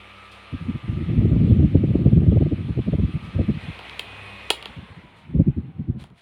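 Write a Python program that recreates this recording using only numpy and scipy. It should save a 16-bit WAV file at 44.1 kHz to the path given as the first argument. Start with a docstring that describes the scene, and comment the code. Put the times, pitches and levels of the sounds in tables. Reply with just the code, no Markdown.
"""The hum and airy hiss of a small wall fan in a wooden room; then its stream buffets a hand-held microphone,
which moves in under it. A finger touches the plastic buttons and switches the fan off: the hum stops, the
rotor whine sinks as the blades coast, and the last of the stream hits the microphone again.
Hum, whine and thump are sines, wind and hiss are banks of shaped noise, buttons are struck ringing modes."""
import sys
import numpy as np
from scipy import signal
from scipy.io import wavfile
from scipy.ndimage import uniform_filter1d

SR = 44100
rng = np.random.default_rng(int(sys.argv[2]) if len(sys.argv) > 2 else 0)


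def rack_gain(trim_db):
    """Turn a fader trim in dB into the linear factor to multiply a signal by."""
    fader = np.asarray(trim_db, float)
    return 10 ** (fader / 20)


def generate_wav(sig):
    """Save sig (samples, or channels by samples) to the path in sys.argv[1] as 16-bit PCM at SR."""
    pcm = np.round(np.clip(np.atleast_2d(sig).T, -1, 1) * 32767).astype(np.int16)
    wavfile.write(sys.argv[1], SR, pcm)


N = 274004


def rms_one(x):
    """Scale to unit rms."""
    return x / np.sqrt(np.mean(x ** 2) + 1e-20)


def in_time(rows):
    """Columns of a timed table as values per sample."""
    seconds, *columns = np.transpose(rows)
    return [np.interp(np.arange(N) / SR, seconds, column) for column in columns]


def at_hz(points, hz):
    """Read a spectrum on a log-frequency axis."""
    table_hz, table_db = np.array(points).T
    return np.interp(np.log(hz), np.log(table_hz), table_db)


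def drift(rate_hz):
    """Random wander of spread 1: noise through two equal low-pass poles, drawn on every 40th sample."""
    r = np.exp(-2 * np.pi * rate_hz * 40 / SR)
    noise = rng.standard_normal(N // 40 + 2002)
    slow = signal.lfilter([1], [1, -2 * r, r * r], noise)[2000:]   # skip the settling
    return np.interp(np.arange(N) / 40, np.arange(len(slow)), rms_one(slow))


def bands(low_hz, high_hz, count):
    """Centres and unit-density noise of a bank of band-passes; neighbours are unrelated."""
    edges = np.geomspace(low_hz, high_hz, count + 1)
    white = rng.standard_normal((2, N))
    for k, (low, high) in enumerate(zip(edges, edges[1:])):
        sos = signal.butter(3, [low, high], "band", fs=SR, output="sos")
        yield np.sqrt(low * high), signal.sosfilt(sos, white[k % 2])


# air stream on the microphone between the strong gusts: time_s, level_db
STREAM_LEVEL = [(.49, -80), (.52, -42), (.76, -45), (.82, -58), (.9, -36.5), (1.12, -25), (1.25, -15),
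                (1.63, -18), (1.69, -30.5), (1.76, -18.5), (2.45, -30), (3.02, -38.5), (3.3, -44),
                (3.4, -20.5), (3.55, -34), (3.6, -52), (4.64, -57.5), (5.22, -55.5), (5.36, -30.5),
                (5.7, -45), (5.98, -37), (6.1, -55), (6.21, -72.5)]
# strong gusts on the port: peak_s, level_db, bright_db (flutter relative to the gust)
STRONG_GUSTS = [(0.541, -22, -19), (0.619, -29, -23.5), (0.66, -26, -31), (0.694, -18, -23),
                (0.75, -23.5, -17), (0.845, -31, -33), (0.892, -18.5, -30), (0.929, -21.5, -24.5),
                (0.973, -19, -36), (1.02, -18.5, -28), (1.086, -28, -28), (1.125, -27.5, -15.5),
                (1.179, -10.5, -19.5), (1.252, -10.5, -26.5), (1.324, -13.5, -12), (1.365, -12, -13),
                (1.399, -21, -23), (1.435, -10.5, -27), (1.514, -6.5, -19.5), (1.602, -8.5, -21),
                (1.643, -8, -22.5), (1.753, -8, -5.5), (1.836, -18, -5.5), (1.907, -15, -10),
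                (1.951, -14.5, -4), (2.012, -12, -18.5), (2.066, -7, -9), (2.131, -9.5, -14.5),
                (2.173, -7.5, -16), (2.231, -13, -8.5), (2.284, -6.5, -20.5), (2.327, -10, -9.5),
                (2.367, -11, -6.5), (2.419, -12, -4.5), (2.465, -14.5, -10), (2.526, -16, -4.5),
                (2.588, -25, -12), (2.651, -23.5, -25), (2.699, -16.5, -16.5), (2.784, -12, -16),
                (2.879, -12.5, -14.5), (2.937, -12.5, -10), (2.994, -14, -12.5), (3.035, -13.5, -23),
                (3.089, -24.5, -26), (3.15, -16.5, -18), (3.236, -28.5, -27), (3.281, -34, -15),
                (3.36, -19, -15.5), (3.395, -17.5, -3.5), (3.496, -16, -7), (3.561, -24.5, -24),
                (3.64, -34, -18), (3.691, -28, -18), (4.691, -39, -31), (4.782, -28, -29),
                (4.831, -39, -27), (4.91, -39.5, -33), (4.98, -39, -38), (5.047, -41, -22),
                (5.304, -33.5, -26), (5.354, -13, -17.5), (5.4, -6.5, -13), (5.48, -11.5, -23),
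                (5.58, -16.5, -32.5), (5.65, -31.5, -21), (5.689, -34, -32), (5.801, -20.5, -24),
                (5.895, -17.5, -25), (5.964, -26.5, -35), (6.117, -43, -16)]
# colour of the low rumble: pitch_hz, density_db (per Hz, relative)
RUMBLE_COLOUR = [(18, -44), (32, -29), (50, -8.5), (75, 5), (145, 4.5), (240, -4.5), (340, -14)]
# colour of the brighter flutter: pitch_hz, density_db (per Hz, relative)
FLUTTER_COLOUR = [(200, -1), (300, 0), (450, -10), (600, -17), (800, -34), (1000, -48.5)]
STREAM_BRIGHT_DB = -17.5   # flutter of the stream, relative to its rumble
GUST_RISE_S, GUST_FALL_S, FLUTTER_WIDTH_S = 0.0099, 0.013, 0.0078   # power is 1/e this far from the peak


def buffeting(lump_db=2.5, spike_db=4.5):
    """Turbulent pressure on the port: a low rumble and a brighter flutter, both swelling with every gust."""
    t = np.arange(N) / SR
    level_db, = in_time(STREAM_LEVEL)
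    rumble_power = rack_gain(level_db + lump_db * drift(14.0)) ** 2   # weak gusts come at random
    flutter_power = rumble_power * rack_gain(STREAM_BRIGHT_DB) ** 2
    for peak_s, gust_db, bright_db in STRONG_GUSTS:
        near = slice(int((peak_s - .1) * SR), int((peak_s + .1) * SR))
        x = t[near] - peak_s
        width_s = np.where(x < 0, GUST_RISE_S, GUST_FALL_S)
        rumble_power[near] += rack_gain(gust_db) ** 2 * np.exp(-(x / width_s) ** 2)
        flutter_power[near] += rack_gain(gust_db + bright_db) ** 2 * np.exp(-(x / FLUTTER_WIDTH_S) ** 2)
    spikes = rack_gain(spike_db * drift(88))
    flutter = np.sqrt(flutter_power) * spikes * turbulence(FLUTTER_COLOUR, own_db=1.0, even=0.17)
    rumble = np.sqrt(rumble_power) * turbulence(RUMBLE_COLOUR, own_db=2.0, even=0.4)
    port = signal.butter(6, [38, 850], "band", fs=SR, output="sos")
    return signal.sosfilt(port, rumble + flutter)


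def turbulence(spectrum, own_db, even):
    """Coloured noise, each band wandering by own_db, whose swells are partly evened out; rms 1."""
    x = 0
    for hz, noise in bands(spectrum[0][0], spectrum[-1][0], count=8):
        x = x + noise * rack_gain(at_hz(spectrum, hz) + own_db * drift(18))
    swell = uniform_filter1d(uniform_filter1d(x ** 2, size=600), size=600)
    floor = 0.027 * np.mean(swell)   # keeps the lulls from being lifted too far
    return rms_one(x / (swell + floor) ** (even / 2))


# motor hum lines: multiple (of twice the mains rate), front_db (from in front), below_db (from below)
HUM_LINES = [(1, -60, -52), (2, -64, -58), (5, -71, -69.5), (10, -71.5, -66.5), (11, -78.5, -57.5),
             (12, -58, -69), (13, -60, -65), (14, -68, -72.5), (23, -67.5, -62.5), (25, -75, -49.5),
             (26, -62.5, -55), (27, -77, -62), (28, -85, -64)]
# gain on the hum as the head turns: time_s, gain_db
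HUM_GAIN = [(0, 5), (.8, 2.5), (1.3, -2.5), (2.2, -5.5), (3.0, -3), (3.25, 4), (3.6, 3), (3.9, -5),
            (4.3, 4.5), (4.5, -0.5)]
# slight pitch waver of the hum: time_s, pitch_hz (twice the mains rate)
HUM_PITCH = [(0, 99.45), (.8, 99.3), (2.5, 98.7), (3.5, 99.1), (4.2, 99.55), (4.5, 99.55)]
MOVE_UNDER_S, MOVE_TAKES_S = 3.31, 0.48   # the microphone moves from in front of the fan to below it
WHINE_HZ, WHINE_PER_BLADE_PASS = 1244, 19.5   # slot whine at full speed; its cycles per blade thump
# levels at full speed; the per-octave values say how they follow the rotor speed
WHINE_POWERED_DB, WHINE_COASTING_DB, WHINE_DB_PER_OCTAVE = -67.5, -55.5, 16.0
THUMP_FRONT_DB, THUMP_BELOW_DB, THUMP_DB_PER_OCTAVE = -57, -52.5, 42


def motor(waver_db=1.5, rough_db=1.5, blur=.008):
    """Mains hum until the switch opens; slot whine and blade thump follow the rotor speed."""
    t, speed = np.arange(N) / SR, rotor_speed()
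    powered = t < OFF_S
    (hum_hz,), (hum_gain_db,) = in_time(HUM_PITCH), in_time(HUM_GAIN)
    below = np.clip((t - MOVE_UNDER_S) / MOVE_TAKES_S, 0, 1)
    hum_cycles = np.cumsum(hum_hz) / SR
    hum = 0
    for multiple, front_db, below_db in HUM_LINES:
        line_db = front_db + below * (below_db - front_db)
        gain = rack_gain(line_db + waver_db * drift(5.5) + rough_db * drift(30))
        hum = hum + gain * np.sin(2 * np.pi * (round(multiple) * hum_cycles + rng.random()))

    octaves = np.log2(speed)   # relative to full speed
    whine_hz = WHINE_HZ * speed
    whine_db = np.where(powered, WHINE_POWERED_DB, WHINE_COASTING_DB) + WHINE_DB_PER_OCTAVE * octaves
    phase = 2 * np.pi * np.cumsum(whine_hz * (1 + blur * drift(33))) / SR
    tone = np.sin(phase) + rack_gain(-14) * np.sin(2 * phase)
    whine = rack_gain(whine_db + 1.5 * drift(15)) * tone

    thump_db = THUMP_FRONT_DB + below * (THUMP_BELOW_DB - THUMP_FRONT_DB) + THUMP_DB_PER_OCTAVE * octaves
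    thump_phase = 2 * np.pi * np.cumsum(whine_hz) / SR / WHINE_PER_BLADE_PASS
    thump = rack_gain(thump_db + waver_db * drift(5)) * np.sin(thump_phase)
    return np.sqrt(2) * (hum * rack_gain(hum_gain_db) * powered + whine + thump)   # sine levels are rms


OFF_S, COAST_HALF_SPEED_S = 4.504, 2.1   # the switch opens; air drag then halves the speed in this time


def rotor_speed():
    """Share of full speed: steady while powered, then braked by air drag."""
    coasting_s = np.maximum(np.arange(N) / SR - OFF_S, 0)
    return 1 / (1 + coasting_s / COAST_HALF_SPEED_S)


# button clicks: start_s, level_db, body_db (extra on low modes), treble_db (extra on high modes and crack)
BUTTON_CLICKS = [(3.791, -28.5, 12.5, -5), (3.896, -23.5, 3, -10), (3.994, -13.5, -1, 0),
                 (3.9959, -16, -4.5, -2.5), (4.5032, -1.5, 5.5, 4), (4.5056, -7, -4.5, 1),
                 (4.5092, -13.5, -3, 3), (4.626, -23, 2, -1.5), (4.6569, -19, 4.5, -4),
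                 (6.0395, -37, 15, 6.5), (6.102, -50.5, 12, 1)]
# ringing modes of the plastic base: pitch_hz, level_db, t60_s
BASE_MODES = [(416, -12, .018), (770, -14.5, 0.016), (965, -15, 0.027), (1380, -13.5, 0.013),
              (1796, -17, 0.047), (2220, -5, 0.0064), (2790, 0.5, 0.0068), (3277, 0.5, 0.0097),
              (3860, -6, 0.01), (4464, -5, 0.0048), (7140, -16, 0.0042), (9100, -15, 0.007),
              (10100, -18, 0.011), (14500, -30, .004)]
BODY_LAG_S = .002   # the low body of the base answers a moment after the snap


def buttons(contact=0.18):
    """Each snap strikes every mode of the base with a strength of its own, and adds a short crack."""
    start_s, level_db, body_db, treble_db = np.array(BUTTON_CLICKS).T
    at = np.round(start_s * SR).astype(int)
    chance_db = rng.normal(0, 1.5, (len(at), len(BASE_MODES)))
    ringing = np.zeros(N)
    for k, (hz, mode_db, t60) in enumerate(BASE_MODES):
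        is_body, is_treble = hz < 1600, hz > 5000
        strike_db = level_db + mode_db - 2.5 + chance_db[:, k] + body_db * is_body + treble_db * is_treble
        clicks = np.zeros(N)
        clicks[at + int(BODY_LAG_S * SR) * is_body] = rack_gain(strike_db)
        # the ring swells in during the contact; neighbouring modes have opposite sign
        ringing += (ring(clicks, hz, t60) - ring(clicks, hz, contact * t60)) * (-1) ** k
    strikes = np.zeros(N)
    strikes[at] = rack_gain(level_db + treble_db - 27.5)
    crack_shape = signal.lfilter([1], [1, -np.exp(-1 / (0.0034 * SR))], strikes + 1e-18)   # decays in 3.4 ms
    return ringing + crack_shape * rng.standard_normal(N)


def ring(clicks, hz, t60):
    """A unit click sets a decaying sine of height 1 ringing in a two-pole resonator."""
    r, w = rack_gain(-60 / (t60 * SR)), 2 * np.pi * hz / SR
    return signal.lfilter([0, np.sin(w)], [1, -2 * r * np.cos(w), r * r], clicks + 1e-18)


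# blade and grille hiss, as the head turns, the microphone moves in and the blades coast: time_s, level_db
HISS_LEVEL = [(0, -48), (.92, -48), (2.3, -51), (3.55, -47), (3.63, -43), (3.85, -42.5), (4.48, -43.5),
              (4.67, -45.5), (5.38, -59.5), (6.21, -68)]
# colour of the air noise: pitch_hz, density_db (per Hz, relative)
AIR_COLOUR = [(40, -20), (80, -3.5), (130, -7), (400, -0.5), (1100, -0.5), (1550, -5), (2200, 1),
              (3300, -3.5), (4000, -9), (4900, -21.5), (6800, -29), (8300, -28.5), (9500, -22),
              (10700, -32.5), (13000, -40.5), (16000, -42.5)]
# brief rustles near the microphone: peak_s, level_db, rise_s, fall_s, low_db, treble_db (low and treble
# are relative to the middle; they blend in below 2.2 kHz and above 2.9 kHz, each over an octave)
RUSTLE_SWELLS = [(0.319, -78, 0.004, 0.034, -12, 33), (3.25, -69, 0.023, 0.044, -1, 14.5),
                 (5.18, -71.5, 0.021, 0.051, -12, 16), (6.017, -53.5, 0.023, 0.025, 1, 11),
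                 (6.2, -61.5, 0.032, .04, -26, 11.5)]
# part below 1.1 kHz and part above 4.4 kHz: at full speed, and change per halving of rotor speed
HISS_LOW_DB, HISS_LOW_DB_PER_HALVING = -2.0, 9.0
HISS_TREBLE_DB, HISS_TREBLE_DB_PER_HALVING = -2, -5


def hiss_and_rustles(patchy_db=1.5):
    """Smooth air noise that dulls as the rotor slows; rustles are grainy swells of the same noise."""
    t = np.arange(N) / SR
    level_db, = in_time(HISS_LEVEL)
    halvings = -np.log2(rotor_speed())
    air_low_db = HISS_LOW_DB + HISS_LOW_DB_PER_HALVING * halvings
    air_treble_db = HISS_TREBLE_DB + HISS_TREBLE_DB_PER_HALVING * halvings
    swells = np.zeros((3, N))   # middle, low part, treble
    for peak_s, rustle_db, rise_s, fall_s, low_db, treble_db in RUSTLE_SWELLS:
        fade = np.where(t < peak_s, ((peak_s - t) / rise_s) ** 2, (t - peak_s) / fall_s)
        swells += rack_gain(rustle_db) * np.exp(-fade) * rack_gain(np.array([[0], [low_db], [treble_db]]))
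    grain = rack_gain(2.0 * drift(200))
    air = rustle = reference = 0
    for hz, noise in bands(38.3, 16540, count=36):
        noise = noise * rack_gain(at_hz(AIR_COLOUR, hz))
        low = np.clip(np.log2(2200 / hz), 0, 1)
        air_treble = np.clip(np.log2(hz / 2200), 0, 1)
        treble = np.clip(np.log2(hz / 2900), 0, 1)
        air = air + noise * rack_gain(low * air_low_db + air_treble * air_treble_db + patchy_db * drift(10.0))
        rustle = rustle + noise * ((1 - low - treble) * swells[0] + low * swells[1] + treble * swells[2])
        reference = reference + noise * (1500 < hz < 4500)   # the levels refer to this middle part
    return (air * rack_gain(level_db) + rustle * grain) / np.std(reference)


ROOM_T60_S, ROOM_DB = 0.18, -10   # decay time; level of the tail relative to the dry clicks


def room(x):
    """Wooden walls: a dense tail of decaying noise after a short gap."""
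    t = np.arange(int(.5 * SR)) / SR
    tail = rng.standard_normal(len(t)) * rack_gain(-60 * t / ROOM_T60_S) * (t > .004)
    return signal.fftconvolve(x, tail / np.sqrt(np.sum(tail ** 2)))[:N]


def scene():
    """Wind on the port is dry; the clicks fill the room."""
    clicks = buttons()
    fan = hiss_and_rustles() + motor()
    clicks_in_room = clicks + rack_gain(ROOM_DB) * room(clicks)
    return (fan + clicks_in_room + buffeting())[None]


def low_pass(x):
    """Removes everything above the highest recorded frequency."""
    return signal.sosfilt(signal.butter(12, 16480, fs=SR, output="sos"), x)


def record(dry):
    """The microphone cuts the deepest bass, adds its own faint noise and rounds the peaks."""
    bass_cut = signal.butter(2, 45, "high", fs=SR, output="sos")
    self_noise = rack_gain(-88.5) * rng.standard_normal(N)
    x = signal.sosfilt(bass_cut, dry) + self_noise
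    mix = 1.229 * np.tanh(x / 1.397)
    return low_pass(mix)


dry = scene()
out = record(dry)
generate_wav(out)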